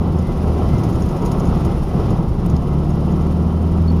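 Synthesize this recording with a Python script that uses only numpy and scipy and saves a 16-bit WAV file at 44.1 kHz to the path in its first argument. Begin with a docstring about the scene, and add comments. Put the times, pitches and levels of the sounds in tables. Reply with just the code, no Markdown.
"""A low engine drone and the rumble of tyres, heard inside an old four-cylinder car on the move.
The firing cylinders make the drone, which sags a little and then pulls up again. Rough asphalt
thumps the body, sets it booming and shakes a loose metal fitting. Behind that, something rubs with
a soft swish once per engine cycle, the gears whine, a turning part chirps faintly, and near the
end the trim squeaks once."""
import sys
import numpy as np
from scipy import signal
from scipy.fft import rfft, irfft
from scipy.io import wavfile

SR = 44100
rng = np.random.default_rng(int(sys.argv[2]) if len(sys.argv) > 2 else 0)


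def unload_audio(sound):
    """Save the sound as a 16-bit wav file, at the path given as the first command line argument."""
    columns = np.transpose(np.atleast_2d(sound))
    # keep every value between -1 and 1, then stretch to whole-number steps
    steps = np.round(np.clip(columns, -1, 1) * 32767)
    wavfile.write(sys.argv[1], SR, steps.astype(np.int16))


N = 176400
T = np.arange(N) / SR

# Engine speed, as firings per second: time_s, rate_hz
FIRING_RATE = [(0, 82.4), (.6, 75.9), (1.2, 74.4), (1.7, 70.3), (2.3, 71), (2.7, 71.7), (3.1, 75.5),
               (3.45, 79.6), (4, 82)]
# How loud the firing drone is: time_s, level_db
DRONE_LEVEL = [(0, -24.5), (.2, -17.5), (.3, -29.5), (.5, -16.5), (.72, -20.5), (.86, -28), (1.05, -19),
               (1.15, -34), (1.5, -22.5), (1.92, -26.5), (2.03, -21), (2.14, -53), (2.24, -31), (2.42, -41),
               (2.54, -15), (2.63, -33), (2.7, -19), (2.9, -23.5), (3.3, -19), (3.55, -18.5), (4, -14.5)]
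# The engine's extra tones: waves_per_engine_cycle, level_db
ENGINE_OVERTONES = [(1, -16), (2, -14), (6, -30), (7, -22), (8, -3.5), (9, -8), (10, -9), (11, -18),
                    (12, -12.5), (13, -19), (16, -21.5), (17, -19.5), (18, -25.5), (20, -22)]
# How hard the engine works, which brings out those tones: time_s, level_db
ENGINE_LOAD = [(0, -24.5), (1, -25.5), (2.3, -26), (2.75, -17.5), (3.3, -19), (4, -18.5)]

# How loud the body's boom is: time_s, level_db
BOOM_LEVEL = [(0, -19), (.2, -23.5), (.35, -22.5), (.6, -20.5), (.78, -18), (1.05, -19.5), (1.2, -22.5),
              (1.4, -17.5), (1.68, -19), (1.85, -26), (2.1, -20), (2.33, -24.5), (2.5, -20), (2.7, -24),
              (3.2, -24.5), (4, -26)]
# The boom's mix of low and high: pitch_hz, level_db
BOOM_SPECTRUM = [(60, -46), (90, 1.5), (115, 3), (135, -1.5), (175, 2.5), (200, -2), (235, -2.5),
                 (290, -13.5), (500, -56)]
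# How rough the road is, heard as tyre roar: time_s, level_db
ROAR_LEVEL = [(0, -28.5), (.4, -28), (.56, -24.5), (.85, -26.5), (1.15, -26.5), (1.42, -25), (1.65, -25.5),
              (1.85, -28.5), (1.97, -25), (2.12, -24.5), (2.3, -31), (2.46, -28.5), (2.62, -28.5),
              (3.3, -28), (4, -30)]
# The roar's mix of low and high: pitch_hz, level_db
ROAR_SPECTRUM = [(150, -30), (250, -2), (295, -3.5), (335, 1), (400, -2.5), (500, -7), (720, -11),
                 (900, -12), (960, -16.5), (1020, -16), (1090, -14.5), (1180, -16.5), (1330, -20),
                 (1430, -24), (1600, -78.5), (2500, -72)]
# Notes of the shaken panels (a narrow width rings longer): pitch_hz, width_hz, level_db
PANEL_NOTES = [(349, 42, 4), (544, 42, -1.5), (707.6, 19, 0), (797, 20, -2.5), (960, 24, -3.5),
               (1084, 39, -4.5), (1307, 33, -5.5), (1765, 35, -30), (1965, 14, -19.5), (2320, 30, -28),
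               (2756, 35, -22.5), (3087, 40, -17.5)]
# How loud the deep rumble is: time_s, level_db
RUMBLE_LEVEL = [(0, -23), (1, -23.5), (1.9, -23), (2.4, -18), (2.8, -33), (4, -27)]
# The rumble's mix of low and high: pitch_hz, level_db
RUMBLE_SPECTRUM = [(10, -49), (20, -22), (38, -6.5), (50, -15.5), (65, -10.5), (90, -18), (130, -23),
                   (300, -97)]
# Bumps in the road: start_s, level_db
ROAD_BUMPS = [(0.203, -15.5), (0.724, -8), (0.946, -14), (1.362, -14), (1.465, -10), (1.639, -10.5),
              (1.684, -23), (1.935, -8.5), (2.093, -10.5), (2.173, -9), (2.448, -13), (2.522, -14)]
# Notes the body rings with after a bump: pitch_hz, level_db
BODY_NOTES = [(128, 5), (176, 3.5), (215, -2)]

# Strikes of the loose fitting: start_s, level_db, brightness_db
FITTING_STRIKES = [(0.185, -38.5, -3), (0.78, -37.5, -11), (.834, -34.5, -6), (.887, -41, -5),
                   (.926, -38.5, -8), (.955, -42, -5), (1.0196, -35.5, -3), (1.06, -53, 0),
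                   (1.0874, -38.5, -3), (1.165, -44, -5), (1.2201, -44, -2), (1.251, -38, 2),
                   (1.2586, -33, -6), (1.3154, -33.5, 1), (1.396, -33.5, -5), (1.4526, -41, 0),
                   (1.47, -40, -1), (1.5738, -45, 0), (1.6477, -37, 1.5), (2.1021, -38, -2),
                   (2.4613, -48, 1), (2.4966, -38, -4), (2.562, -41, -18), (2.902, -41.5, -6),
                   (3.12, -45, -5), (3.2121, -51, -2)]
# The fitting's lower notes: pitch_hz, width_hz, level_db
FITTING_LOW_NOTES = [(5020, 310, 1), (5070, 180, 2.5), (5300, 470, -5), (6560, 190, -1.5),
                     (7080, 300, -4.5), (6700, 120, -11.5)]
# The fitting's higher notes: pitch_hz, width_hz, level_db
FITTING_HIGH_NOTES = [(9170, 580, -5.5), (9650, 400, -11), (10000, 110, -18), (10350, 150, -4),
                      (10850, 250, -15), (11400, 250, -15), (12400, 340, -11), (13300, 500, -13),
                      (13900, 400, -19), (15100, 400, -24)]
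# Single sharp ticks of the fitting: start_s, level_db, brightness_db
FITTING_TICKS = [(.835, -39, -3), (1.021, -40, -3), (1.2605, -33, -2), (1.3155, -33, -2), (1.398, -38, -3),
                 (1.649, -37, -2), (2.462, -39, 7), (2.4995, -39, -3), (2.5655, -33, -12), (3.309, -45, 0)]
# The duller part of a tick: pitch_hz, level_db
KNOCK_SPECTRUM = [(2500, 3), (4500, -1.5), (6500, 2), (7300, -7)]
# The brighter part of a tick: pitch_hz, level_db
SNAP_SPECTRUM = [(8500, 7), (11000, -5), (15000, 2)]

# How loud the hiss of tyres and air is: time_s, level_db
HISS_LEVEL = [(0, -48.5), (.4, -46), (.65, -44.5), (1.3, -45.5), (1.6, -43), (1.85, -47), (2.05, -43),
              (2.25, -49.5), (2.36, -49.5), (2.45, -46.5), (2.65, -48.5), (3.2, -47), (3.55, -49.5),
              (4, -47)]
# The hiss's mix of low and high: pitch_hz, level_db
HISS_SPECTRUM = [(900, 2), (1450, 4.5), (1850, -1), (1990, 2.5), (2150, -2.5), (2600, -0.5), (3050, -5),
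                 (3400, -3), (4400, -8), (5300, -5), (6200, -14), (7200, -13)]
# The faint tone of the gears: time_s, pitch_hz, level_db
GEAR_WHINE = [(0, 985, -52), (.6, 989, -50), (.75, 975, -41), (1.001, 968, -45), (1.25, 958, -34),
              (1.5, 946, -57), (4, 954, -47)]
# How loud the rubbing swish is: time_s, level_db
SWISH_LEVEL = [(0, -54.5), (.65, -49), (1.4, -50), (2.05, -50.5), (2.3, -54.5), (3.2, -52.5), (4, -55)]
# The swish's mix of low and high: pitch_hz, level_db
SWISH_SPECTRUM = [(1500, -6), (3000, 1), (4500, -1), (5300, 2), (6300, -1), (7000, -1), (9200, 1),
                  (10500, -.5), (11600, -6), (15000, -8.5)]
# Chirps of a turning part: middle_s, level_db
PART_CHIRPS = [(.27, -51), (.75, -48), (1.23, -55), (1.71, -52), (2.21, -59), (2.70, -58), (3.19, -59)]
# Tiny slips that make up one squeak: start_s, length_s, pitch_hz, level_db
TRIM_SLIPS = [(3.878, 0.01, 4380, -35), (3.887, 0.0074, 4400, -38.5), (3.899, 0.012, 4380, -39)]

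CYLINDERS = 4


def engine(cycle, drone_wobble_db=.8, overtone_wobble_db=1.8):
    """The firings make a drone; unequal cylinders add overtones that grow as the engine works."""
    angle = 2 * np.pi * cycle + .025 * drift(12)
    drone = from_db(curve(DRONE_LEVEL) + drone_wobble_db * drift(30)) * np.sin(CYLINDERS * angle)
    overtones = 0
    for multiple, db in ENGINE_OVERTONES:
        gain = from_db(db + overtone_wobble_db * drift(11))
        overtones += gain * np.sin(multiple * angle + 2 * np.pi * rng.random())
    return np.sqrt(2) * (drone + from_db(curve(ENGINE_LOAD)) * overtones)


def body_boom():
    """The rolling tyres set the car's body booming."""
    return from_db(curve(BOOM_LEVEL)) * noise(BOOM_SPECTRUM)


def chassis_rumble():
    """The tyres shake the car's frame, making the deepest sound."""
    return from_db(curve(RUMBLE_LEVEL)) * noise(RUMBLE_SPECTRUM)


def tyre_roar(panels_db=-7.5):
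    """Tyres roar on the rough road, and the shaking makes the panels sing."""
    shaking = noise([(300, 0.0059), (3200, 0.0025)])  # even from 300 to 3200 Hz
    panels = from_db(panels_db) * rms_one(ring(shaking, PANEL_NOTES))
    roughness = from_db(curve(ROAR_LEVEL) + 1.07 * drift(21))
    return roughness * (from_db(0.52) * noise(ROAR_SPECTRUM) + panels)


def bump_thumps():
    """Each bump, softened by the tyres, rings the body for a moment."""
    out = 0
    for start, db in ROAD_BUMPS:
        body = sum(from_db(note_db) * np.sin(2 * np.pi * hz * (T - start)) for hz, note_db in BODY_NOTES)
        out += from_db(db) * blow(start, attack_s=.017, decay_s=.023) * body
    return out


def fitting_rattle():
    """Each strike is a dying chatter of tiny contacts that rings the loose metal."""
    chatter = rms_one(rng.standard_normal(N) * from_db(1.8 * drift(440)))
    low_force = high_force = 0
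    for start, db, brightness_db in FITTING_STRIKES:
        force = from_db(db) * blow(start, attack_s=.0007, decay_s=.0068) * chatter
        low_force += force
        high_force += force * from_db(brightness_db)
    return ring(low_force, FITTING_LOW_NOTES) + ring(high_force, FITTING_HIGH_NOTES)


def fitting_ticks():
    """Single hard contacts of the fitting, over in a few milliseconds."""
    knock, snap = noise(KNOCK_SPECTRUM), noise(SNAP_SPECTRUM)
    out = 0
    for start, db, brightness_db in FITTING_TICKS:
        contact = knock + from_db(brightness_db) * snap
        out += from_db(db) * blow(start, attack_s=.0002, decay_s=.002) * contact
    return out


def tyre_and_air_hiss():
    """Tyres and passing air make a soft, high hiss."""
    return from_db(curve(HISS_LEVEL) + .5 * drift(27)) * noise(HISS_SPECTRUM)


def gear_whine(waver_hz=5, wobble_db=2):
    """The turning gears give a thin, wavering tone."""
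    times, hz, db = np.transpose(GEAR_WHINE)
    gain = from_db(np.interp(T, times, db) + wobble_db * drift(12))
    return gain * tone(np.interp(T, times, hz) + waver_hz * drift(32))


def rubbing_swish(cycle, peak_at_cycle=.57, sharpness=1.6, depth=.85, uneven_db=2.1):
    """Something rubs all the time, harder once per engine cycle."""
    stroke = np.exp(sharpness * (np.cos(2 * np.pi * (cycle - peak_at_cycle)) - 1))
    pressure = rms_one(1 + depth * stroke * from_db(uneven_db * drift(15)))
    return from_db(curve(SWISH_LEVEL)) * pressure * noise(SWISH_SPECTRUM)


def part_chirps(top_hz=2068, arch_hz=45, half_length_s=.06):
    """A turning part rubs about twice a second: a thin tone that rises, falls and fades."""
    waver_hz = 14 * drift(72)
    out = 0
    for middle, db in PART_CHIRPS:
        away = np.minimum(((T - middle) / half_length_s) ** 2, 20)  # 0 at the chirp's middle
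        out += from_db(db) * np.exp(-away) * tone(top_hz - arch_hz * away + waver_hz)
    return np.sqrt(2) * out * from_db(2 * drift(60))


def trim_squeak():
    """The trim sticks and slips in a few tiny steps, each a pure tone."""
    out = 0
    for start, length, hz, db in TRIM_SLIPS:
        swell = np.sin(np.pi * np.clip((T - start) / length, 0, 1))
        out += from_db(db) * swell * np.sin(2 * np.pi * hz * T)
    return out


def from_db(db):
    """Turn decibels into a number to multiply by."""
    return 10 ** (np.asarray(db) / 20)


def rms_one(x):
    """Scale a signal so its average power is 1."""
    return x / np.sqrt(np.mean(x ** 2) + 1e-20)


def curve(rows):
    """Join (time_s, value) points with straight lines."""
    return np.interp(T, *np.transpose(rows))


def tone(pitch_hz):
    """A pure tone that follows a changing pitch."""
    return np.sin(2 * np.pi * np.cumsum(pitch_hz) / SR)


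def noise(spectrum, fall_db_per_octave=40):
    """Noise of power 1 with the given mix of low and high, fading steeply beyond its ends."""
    hz, db = np.transpose(spectrum)
    octave = np.log2(np.maximum(np.arange(N // 2 + 1) * SR / N, 1))
    marks = np.log2(hz)
    octaves_outside = np.abs(octave - np.clip(octave, marks[0], marks[-1]))
    gain = from_db(np.interp(octave, marks, db) - fall_db_per_octave * octaves_outside)
    return rms_one(irfft(rfft(rng.standard_normal(N)) * gain, N))


def drift(rate_hz):
    """A random wander of about 1 either way, mostly slower than rate_hz."""
    hz = np.arange(N // 2 + 1) * SR / N
    return rms_one(irfft(rfft(rng.standard_normal(N)) / (1 + (hz / rate_hz) ** 2), N))


def blow(start, attack_s, decay_s):
    """The loudness of a hit: a quick rise, then a fade."""
    age = np.maximum(T - start, 0)
    return (1 - np.exp(-age / attack_s)) * np.exp(-np.minimum(age / decay_s, 20))


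def ring(force, notes):
    """A force makes an object ring at its own notes, added with alternating signs."""
    out = 0
    for hz, width_hz, db in notes:
        kept = np.exp(-np.pi * width_hz / SR)  # share of the ring left after one sample
        feedback = [1, -2 * kept * np.cos(2 * np.pi * hz / SR), kept ** 2]
        ringing = signal.lfilter([.5, 0, -.5], feedback, force)
        out = from_db(db) * np.sqrt(1 - kept ** 2) * ringing - out
    return out


def scene():
    """Everything together in one channel, heard at the windscreen."""
    cycle = np.cumsum(curve(FIRING_RATE)) / CYLINDERS / SR  # engine cycles so far
    motor = engine(cycle) + rubbing_swish(cycle)
    road = body_boom() + tyre_roar() + tyre_and_air_hiss() + chassis_rumble() + bump_thumps()
    fitting = fitting_rattle() + fitting_ticks()
    background = gear_whine() + part_chirps() + trim_squeak()
    return (motor + road + fitting + background)[None]


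def record(dry, notch_hz=7900, notch_width_hz=2100, cutoff_hz=15250):
    """Carve one deep dip in the treble and cut off the very top."""
    notched = signal.lfilter(*signal.iirnotch(notch_hz, notch_hz / notch_width_hz, fs=SR), dry)
    return signal.sosfilt(signal.ellip(12, .2, 80, cutoff_hz, fs=SR, output="sos"), notched)


dry = scene()
out = record(dry)
unload_audio(out)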